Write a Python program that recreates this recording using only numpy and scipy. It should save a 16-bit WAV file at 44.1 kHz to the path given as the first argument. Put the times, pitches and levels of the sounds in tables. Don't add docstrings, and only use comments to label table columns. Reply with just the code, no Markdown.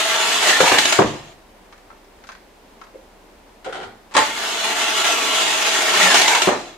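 import sys
import numpy as np
from scipy import signal
from scipy.fft import rfft, irfft, next_fast_len
from scipy.io import wavfile
from scipy.ndimage import uniform_filter1d

SR = 44100
rng = np.random.default_rng(int(sys.argv[2]) if len(sys.argv) > 2 else 0)


def wav_record(signal):
    frames = np.transpose(np.atleast_2d(signal))
    bounded = np.clip(frames, -1, 1)
    quanta = np.round(bounded * 32767).astype(np.int16)
    wavfile.write(sys.argv[1], SR, quanta)


def boost(x):
    u = np.asarray(x, float) / 20
    return 10 ** u


N = 298557
SIZE = next_fast_len(N + SR)
HZ = np.maximum(np.fft.rfftfreq(SIZE, 1 / SR), 1)

# (time [s], effort as rattle level [dB], speed [share of free running])
MOTOR_RUNS = [
    [(0, -21, 1.01), (.3, -21, 1.0), (.42, -21, .99), (.5, -14, .92), (.59, -18, .76), (.7, -16.5, .9),
     (.88, -18, .95), (.96, -21, .95)],
    [(4.19, -24, 1.0), (4.31, -29.5, 1.04), (4.55, -26, 1.04), (4.85, -22, 1.0), (5.4, -21, .995),
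     (5.92, -20, .99), (6.06, -16, .85), (6.2, -13.5, .92), (6.46, -20.5, .95)],
]
USUAL_EFFORT_DB, FULL_LOAD_SAG = -21, .17
SEATED_S = [0.52, 6.1]
# (fall [dB/s], turns on for [s])
COASTS = [(-71, .36), (-89, .35)]
STOP_DB_PER_S, RELEASE_S = -250, 0.077

# (frequency [Hz], density [dB per Hz])
RATTLE_COLOUR = [(59, -68.5), (100, -31.5), (205, -16.5), (370, -6.5), (420, -8.5), (565, -15), (668, -3),
                 (1060, -2.5), (1130, -6.5), (2420, -4.5), (2990, -3.5), (4660, -11), (7260, -14.5),
                 (14600, -31.5), (15500, -41)]
# (frequency [Hz], width [Hz], level [dB])
PANEL_MODES = [(459, 47, -1.5), (608, 150, -4), (1197, 48, -13), (1344, 100, -7.5), (1760, 15, -35),
               (2200, 11, -42), (2870, 37, -34), (3405, 69, -12), (4080, 120, -10), (4940, 63, -14),
               (5950, 52, -5), (6450, 52, -1), (6910, 710, -7.5), (8050, 85, -43)]
# (usual level [dB], effort followed [share], change on release [dB], slip shake [dB])
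RATTLE_PATHS = [(-28, 0.88, 3, -6), (-21, 1.01, -4.5, -1), (-29, 1.07, -3, -6), (-34.5, 0.9, -11, -30)]
PATH_EDGES_HZ = (1200, 4600, 8500)
# (time [s], peak [dB])
SLIPS = [
    (0.603, -7),
    (0.718, -22),
    (0.7832, -0.5),
    (0.853, -4.5),
    (0.923, -1),
    (6.142, 0.5),
    (6.2145, -2.5),
    (6.2777, -2),
    (6.348, -5.5),
    (6.4173, -1.5),
]
SLIP_T60_S, SLIP_RISE_S, SLIP_TRIM_DB = 0.067, 0.0038, -11.5
SNAP_DB, SNAP_T60_S = -10, .03
CLIMB_DB, CLIMB_S = -3.5, .04

# (free-running frequency [Hz], usual level [dB], effort followed [share], change at full load [dB])
ROTOR = (215, -46.5, 1.0, -4)
IMBALANCE = (215, -52.5, 0, 17)
WHINE = (1362, -37, 1.5, -50)
MESH = (3060, -33.5, 1.2, -17)
# (multiple [ratio], level [dB])
ROTOR_ORDERS = [(2, 1.5), (3, 10.5), (4, 7)]
WHINE_ORDERS = [(5 / 6, -0.25), (1, 0), (10 / 6, -15.5)]
MESH_ORDERS = [(0.619, -8), (.935, -3), (1, -8), (1.107, -5.5)]
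# (start [s], end [s], from [Hz], to [Hz], level [dB])
HIGH_GROANS = [
    (.44, .6, 1897, 1712, -24),
    (.61, .83, 1770, 1733, -28.5),
    (5.99, 6.18, 2200, 1348, -25),
    (6.22, 6.39, 2115, 2200, -25),
]
LOW_GROANS = [
    (.58, .82, 800, 892, -26),
    (5.96, 6.18, 853, 953, -27.5),
    (6.19, 6.42, 985, 846, -24.5),
]
GROAN_SWELL_DB = 3.5

# (time [s], peak [dB], shove [s], brightness [dB per octave])
THUDS = [(.604, -3.5, 0.0055, 3), (.629, -11.5, 0.0095, 0), (.718, -7, 0.0035, 1), (.744, -11.5, 0.0087, 8),
         (.989, -1.5, 0.0071, 0), (1.0, -7, 0.011, -1), (1.019, -6, 0.0065, 10),
         (1.045, -16, 0.0064, -10.5), (6.473, -6.5, 0.0094, -1), (6.487, -8.5, 0.0066, 2),
         (6.515, -11, 0.021, 8)]
TICKS = [(1.659, -53, 0.006, -3), (1.726, -37, 0.011, 0.5), (1.779, -46.5, 0.006, 5),
         (1.903, -38.5, 0.012, -4.5), (1.926, -49, 0.006, -4), (2.044, -50, 0.006, 4),
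         (2.239, -37.5, 0.0091, 1), (2.271, -38, 0.015, 8), (2.29, -28.5, 0.011, -0.5),
         (2.319, -35, 0.011, 3), (2.351, -39, 0.0057, 1), (2.815, -33.5, 0.0083, -1.5),
         (2.839, -42, 0.0068, 3), (2.869, -44, 0.0065, -2)]
NUDGES = [
    (2.938, -40, 0.014, -4),
    (2.947, -35, 0.011, 7),
    (2.955, -34, 0.0061, 3),
]
GROPES = [
    (3.646, -27, 0.017, 6.5),
    (3.661, -20.5, 0.022, 0),
    (3.686, -29, 0.026, 3.5),
    (3.726, -22, 0.017, 4),
    (3.747, -22.5, 0.037, 3.5),
    (3.759, -29.5, 0.075, -2),
    (3.802, -25.5, 0.053, 3),
    (3.831, -25.5, 0.015, 5),
    (3.849, -34.5, 0.044, -4),
]
BITES = [
    (4.112, -34, 0.034, -1),
    (4.140, -19.5, 0.022, 3),
    (4.150, -11, 0.011, -2),
    (4.166, -4, 0.0061, 1),
    (4.173, -4, 0.017, -1),
    (4.183, -19, 0.0036, -5),
    (4.205, -16, 0.0072, -5),
]
SHOVE_RISE = 0.24
# (frequency [Hz], width [Hz], level [dB])
CASE_MODES = [(150, 53, -6), (247, 90, -4), (364, 45, -1), (380, 117, 2), (486, 166, -3), (718, 134, -3.5),
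              (810, 90, 1), (908, 72, -13)]
BIT_MODES = [(1230, 190, -23), (1415, 67, 8), (2010, 190, -31)]
HOLLOW_MODES = [(327, 64, 2), (500, 91, 3.5), (630, 90, -6)]
GROPED_PANEL_MODES = [(393, 110, 2.5), (517, 80, -2), (730, 130, -2.5), (1424, 110, 1.5), (3070, 340, -21)]
CLANK_MODES = [(872, 30, 16), (920, 37, 6), (1020, 56, 9), (1270, 60, -9), (1360, 32, 8), (1450, 58, 8),
               (3300, 83, -14)]
# (frequency [Hz], density [dB per Hz])
THUD_COLOUR = [(60, -23.5), (110, -21), (278, 0), (411, 5), (647, -7), (786, -6), (1130, -9), (1600, -16.5),
               (2000, -26), (2600, -31), (4400, -120)]
TICK_COLOUR = [(350, -35), (600, -9), (1370, 1), (2020, -7), (2570, -10.5), (3340, -14), (6330, -19),
               (8030, -31), (12000, -39), (15600, -69), (22000, -120)]
GROPE_COLOUR = [(47, -52), (80, -13), (237, -12.5), (278, -19), (381, -2), (600, -15), (808, -0.5),
                (965, -29), (1380, -30), (1970, -16), (3290, -24.5), (9000, -43), (11700, -65),
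                (19800, -120)]
BITE_COLOUR = [(35, -29), (60, -37.5), (423, -8.5), (521, -9), (849, -5), (931, -12), (1020, 0.5),
               (1290, -8), (1380, -5), (1670, -5.5), (8280, -19.5), (15500, -61)]

# (frequency [Hz], density [dB per Hz])
AIR_COLOUR = [(29, -37), (50, -6), (158, -19.5), (183, -8.5), (350, -8.5), (394, -7), (501, -9.5),
              (539, -9), (958, -10.5), (1280, -17), (2020, -18.5), (3110, -22.5), (15500, -36)]
AIR_DB, DRONE_HZ, DRONE_DB = -49, 32.8, -58
# (frequency [Hz], likeness [share])
LIKENESS = [(30, .97), (130, .92), (300, .8), (600, .6), (1200, .3), (2500, .3), (5000, .08), (12000, .02)]
# (frequency [Hz], T60 [s])
ROOM_T60 = [(100, 0.56), (500, 0.34), (2000, 0.41), (8000, 0.12)]
CUTOFF_HZ = 16900


def rms_one(x):
    return x / np.sqrt(np.mean(x ** 2) + 1e-20)


def at_hz(points, hz):
    table = np.array(points)
    return np.interp(np.log(hz), np.log(table[:, 0]), table[:, 1])


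def shaped(x, gain):
    return irfft(rfft(x, SIZE) * gain, SIZE)[..., :N]


def drift(rate_hz):
    size = next_fast_len(N // 16 + 2)
    hz = np.fft.rfftfreq(size, 16 / SR)
    slow = irfft(rfft(rng.standard_normal(size)) / (1 + (hz / rate_hz) ** 2), size)
    return np.interp(np.arange(N) / 16, np.arange(size), rms_one(slow))


def resonate(x, hz, width_hz):
    r = np.exp(-np.pi * width_hz / SR)
    poles = [1, -2 * r * np.cos(2 * np.pi * hz / SR), r * r]
    return signal.lfilter([(1 - r * r) / 2, 0, (r * r - 1) / 2], poles, x)


def in_time(spans, k, silent=None):
    t = np.arange(N) / SR
    rows = np.concatenate(spans)
    out = np.interp(t, rows[:, 0], rows[:, k])
    if silent is not None:
        inside = sum((t >= span[0][0] - .002) & (t <= span[-1][0] + .002) for span in spans)
        out = uniform_filter1d(np.where(inside, out, silent), size=600)
    return out


def two_ears(mid, side):
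    alike = at_hz(LIKENESS, HZ)
    mid = shaped(mid, np.sqrt((1 + alike) / 2))
    side = shaped(side, np.sqrt((1 - alike) / 2))
    return np.array([mid + side, mid - side])


def room(x, wet_db):
    t = np.arange(SR) / SR
    white = rng.standard_normal((2, SR))
    tail = 0
    for low_hz in 45 * 2 ** np.arange(8.5):
        octave = signal.butter(2, [low_hz, min(2 * low_hz, 19000)], "band", fs=SR, output="sos")
        band = signal.sosfilt(octave, white)
        dying = boost(-60 * t / at_hz(ROOM_T60, 0.88 * low_hz)) * np.clip(t / 0.0025, 0, 1)
        tail = tail + band * dying / np.sqrt(np.sum(dying ** 2))
    return x + boost(wet_db) * shaped(x.mean(axis=0), rfft(two_ears(*tail), SIZE))


def air():
    hum = shaped(two_ears(*rng.standard_normal((2, N))), boost(at_hz(AIR_COLOUR, HZ)))
    phase = 2 * np.pi * DRONE_HZ * np.arange(N) / SR + 0.67 * drift(1.2)
    drone = np.sqrt(2) * boost(DRONE_DB + 1.1 * drift(2.4)) * np.sin(phase)
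    return boost(AIR_DB + .3 * drift(3)) * rms_one(hum) + drone


def motor_state():
    t = np.arange(N) / SR
    run = (t >= MOTOR_RUNS[1][0][0] - .01).astype(int)
    since_release = t - np.array([rows[-1][0] for rows in MOTOR_RUNS])[run]
    fall, turning = np.array(COASTS)[run].T
    coast_db = fall * np.maximum(since_release, 0)
    coast_db += STOP_DB_PER_S * np.maximum(since_release - turning, 0)
    coast_db = uniform_filter1d(np.maximum(coast_db, -100), size=600)
    released = np.clip(since_release / RELEASE_S, 0, 1)
    biting = uniform_filter1d((t < np.array(SEATED_S)[run]) * 1., size=600)
    return in_time(MOTOR_RUNS, 1) - USUAL_EFFORT_DB, in_time(MOTOR_RUNS, 2), coast_db, released, biting


def patchy(x, depth_db):
    _, _, cells = signal.stft(x, nperseg=1024)
    field = rng.standard_normal(cells.shape[-2:])
    field = uniform_filter1d(field, size=3, axis=0)
    field = uniform_filter1d(field, size=7, axis=1)
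    return signal.istft(cells * boost(depth_db * rms_one(field)), nperseg=1024)[1][:, :N]


def tooth_contacts(speed):
    turn = np.cumsum(ROTOR[0] * speed) / SR
    strength = boost(2.0 * np.minimum(rng.exponential(1, N), 5))
    teeth = strength * rng.standard_normal((2, N))
    teeth *= 1 + 0.04 * np.cos(2 * np.pi * turn)
    teeth *= boost(0.81 * drift(18) + 0.82 * drift(18))
    teeth = patchy(rms_one(teeth), depth_db=2.5)
    ringing = sum(boost(db) * resonate(teeth, hz, width) for hz, width, db in PANEL_MODES)
    return teeth + boost(4.0) * ringing


def bit_slips():
    t = np.arange(N) / SR
    shake, lull_db = np.zeros(N), np.zeros(N)
    for s, db in SLIPS:
        away = np.abs(t - s)
        lull_db += CLIMB_DB * np.exp(-away / CLIMB_S) * (t < s)
        body = boost(db + SLIP_TRIM_DB - 60 * away / SLIP_T60_S)
        snap = boost(db + SNAP_DB - 60 * away / SNAP_T60_S)
        shake += (body + snap) * np.clip((t - s) / SLIP_RISE_S, 0, 1)
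    return shake, lull_db


def gear_rattle(state):
    effort_db, speed, coast_db, released, _ = state
    spectrum = rfft(tooth_contacts(speed), SIZE) * boost(at_hz(RATTLE_COLOUR, HZ))
    shake, lull_db = bit_slips()
    below = [0] + [1 / (1 + (HZ / edge) ** 6) for edge in PATH_EDGES_HZ] + [1]
    out = 0
    for k, (usual_db, follows, release_db, slip_db) in enumerate(RATTLE_PATHS):
        path = rms_one(irfft(spectrum * (below[k + 1] - below[k]), SIZE)[:, :N])
        level_db = usual_db + follows * effort_db + release_db * released + coast_db + lull_db
        out = out + path * np.hypot(boost(level_db), shake * boost(slip_db))
    return out


def tones(hz, level, orders, wander, wander_hz, flutter_db):
    phase = 2 * np.pi * np.cumsum(hz * (1 + wander * drift(wander_hz))) / SR
    out = 0
    for k, db in orders:
        out = out + np.sqrt(2) * level * boost(db + flutter_db * drift(wander_hz / 2)) * np.sin(k * phase)
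    return out


def steady(part, state):
    free_hz, usual_db, follows, load_db = part
    effort_db, speed, _, _, biting = state
    load = np.clip((1 - speed) / FULL_LOAD_SAG, 0, 1)
    return free_hz * speed, biting * boost(usual_db + follows * effort_db + load_db * load)


def rotor_tones(state):
    out = tones(*steady(ROTOR, state), ROTOR_ORDERS, wander=.005, wander_hz=10, flutter_db=2.0)
    out += tones(*steady(IMBALANCE, state), [(1, 0)], wander=.01, wander_hz=10, flutter_db=3.0)
    out += tones(*steady(WHINE, state), WHINE_ORDERS, wander=.002, wander_hz=10, flutter_db=3.0)
    out += tones(*steady(MESH, state), MESH_ORDERS, wander=.003, wander_hz=14, flutter_db=3.5)
    return out


def glides(rows):
    spans = []
    for start, end, from_hz, to_hz, db in rows:
        middle = ((start + end) / 2, (from_hz + to_hz) / 2, db)
        spans.append([(start, from_hz, db - GROAN_SWELL_DB), middle, (end, to_hz, db - GROAN_SWELL_DB)])
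    return in_time(spans, 1), boost(in_time(spans, 2, silent=-120))


def gear_groans():
    high = tones(*glides(HIGH_GROANS), [(1, 0)], wander=.05, wander_hz=80, flutter_db=4.0)
    low = tones(*glides(LOW_GROANS), [(1, 0)], wander=.12, wander_hz=130, flutter_db=3.0)
    return high + low


def causal(gain_db):
    cepstrum = irfft(gain_db * np.log(10) / 20)
    half = len(cepstrum) // 2
    cepstrum[1:half] *= 2
    cepstrum[half + 1:] = 0
    return np.exp(rfft(cepstrum))


def blows(events, modes, colour, crack_db, spread_db, trim_db, hard):
    out, t = np.zeros((2, N)), np.arange(12000) / SR
    hz_grid = np.maximum(np.fft.rfftfreq(len(t), 1 / SR), 10)
    radiated = signal.butter(2, [75, 4500], "band", fs=SR, output="sos")
    for s, db, shove_s, tilt_db in events:
        strengths = rng.standard_normal(len(modes))
        shove = rng.standard_normal((2, len(t))) * np.exp(-t / shove_s) + 1e-18
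        shove *= np.clip(t / (SHOVE_RISE * shove_s), 0, 1)
        shove[:, 0] += hard * np.sqrt(np.sum(shove ** 2, axis=1))
        ring = 0
        for k, (hz, width, level_db) in enumerate(modes):
            mode_db = level_db + spread_db * strengths[k] + tilt_db * np.log2(hz / 1000)
            ring = ring + (-1) ** k * boost(mode_db) * resonate(shove, hz, width)
        ring = signal.sosfilt(radiated, ring)
        crack_gain_db = at_hz(colour, hz_grid) + tilt_db * np.log2(hz_grid / 1000)
        crack = irfft(rfft(shove) * causal(crack_gain_db))
        sound = rms_one(ring) + boost(crack_db) * rms_one(crack) * (t < .2)
        sound *= 1
        peak = np.abs(sound).max(axis=1, keepdims=True)
        at = round(s * SR)
        out[:, at:at + len(t)] += (boost(db + trim_db) * sound / peak)[:, :N - at]
    return out


def case_thuds():
    return blows(THUDS, CASE_MODES, THUD_COLOUR, crack_db=3.5, spread_db=0.5, trim_db=2.4, hard=0.57)


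def screw_ticks():
    return blows(TICKS, BIT_MODES, TICK_COLOUR, crack_db=5, spread_db=-2.0, trim_db=6.5, hard=0.65)


def knuckle_nudge():
    return blows(NUDGES, HOLLOW_MODES, THUD_COLOUR, crack_db=-16, spread_db=1.0, trim_db=1.0, hard=.8)


def screw_gropes():
    return blows(GROPES, GROPED_PANEL_MODES, GROPE_COLOUR, crack_db=-3.5, spread_db=4.5, trim_db=1.0, hard=0.37)


def bit_bites():
    return blows(BITES, CLANK_MODES, BITE_COLOUR, crack_db=3.5, spread_db=3, trim_db=4.5, hard=0.27)


def scene():
    state = motor_state()
    motor = two_ears(*gear_rattle(state)) + rotor_tones(state) + gear_groans()
    knocks = case_thuds() + screw_ticks() + knuckle_nudge() + screw_gropes() + bit_bites()
    knocks = signal.sosfilt(signal.butter(2, 55, "high", fs=SR, output="sos"), knocks)
    return room(motor, wet_db=-2.0) + room(two_ears(*knocks), wet_db=3.5) + air()


def top_cut(x):
    return signal.sosfilt(signal.butter(12, 15670, fs=SR, output="sos"), x)


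def record(dry):
    cut = signal.sosfilt(signal.cheby2(12, 70, CUTOFF_HZ, fs=SR, output="sos"), dry)
    mix = np.clip(cut, -1, 1)
    return top_cut(mix)


dry = scene()
out = record(dry)
wav_record(out)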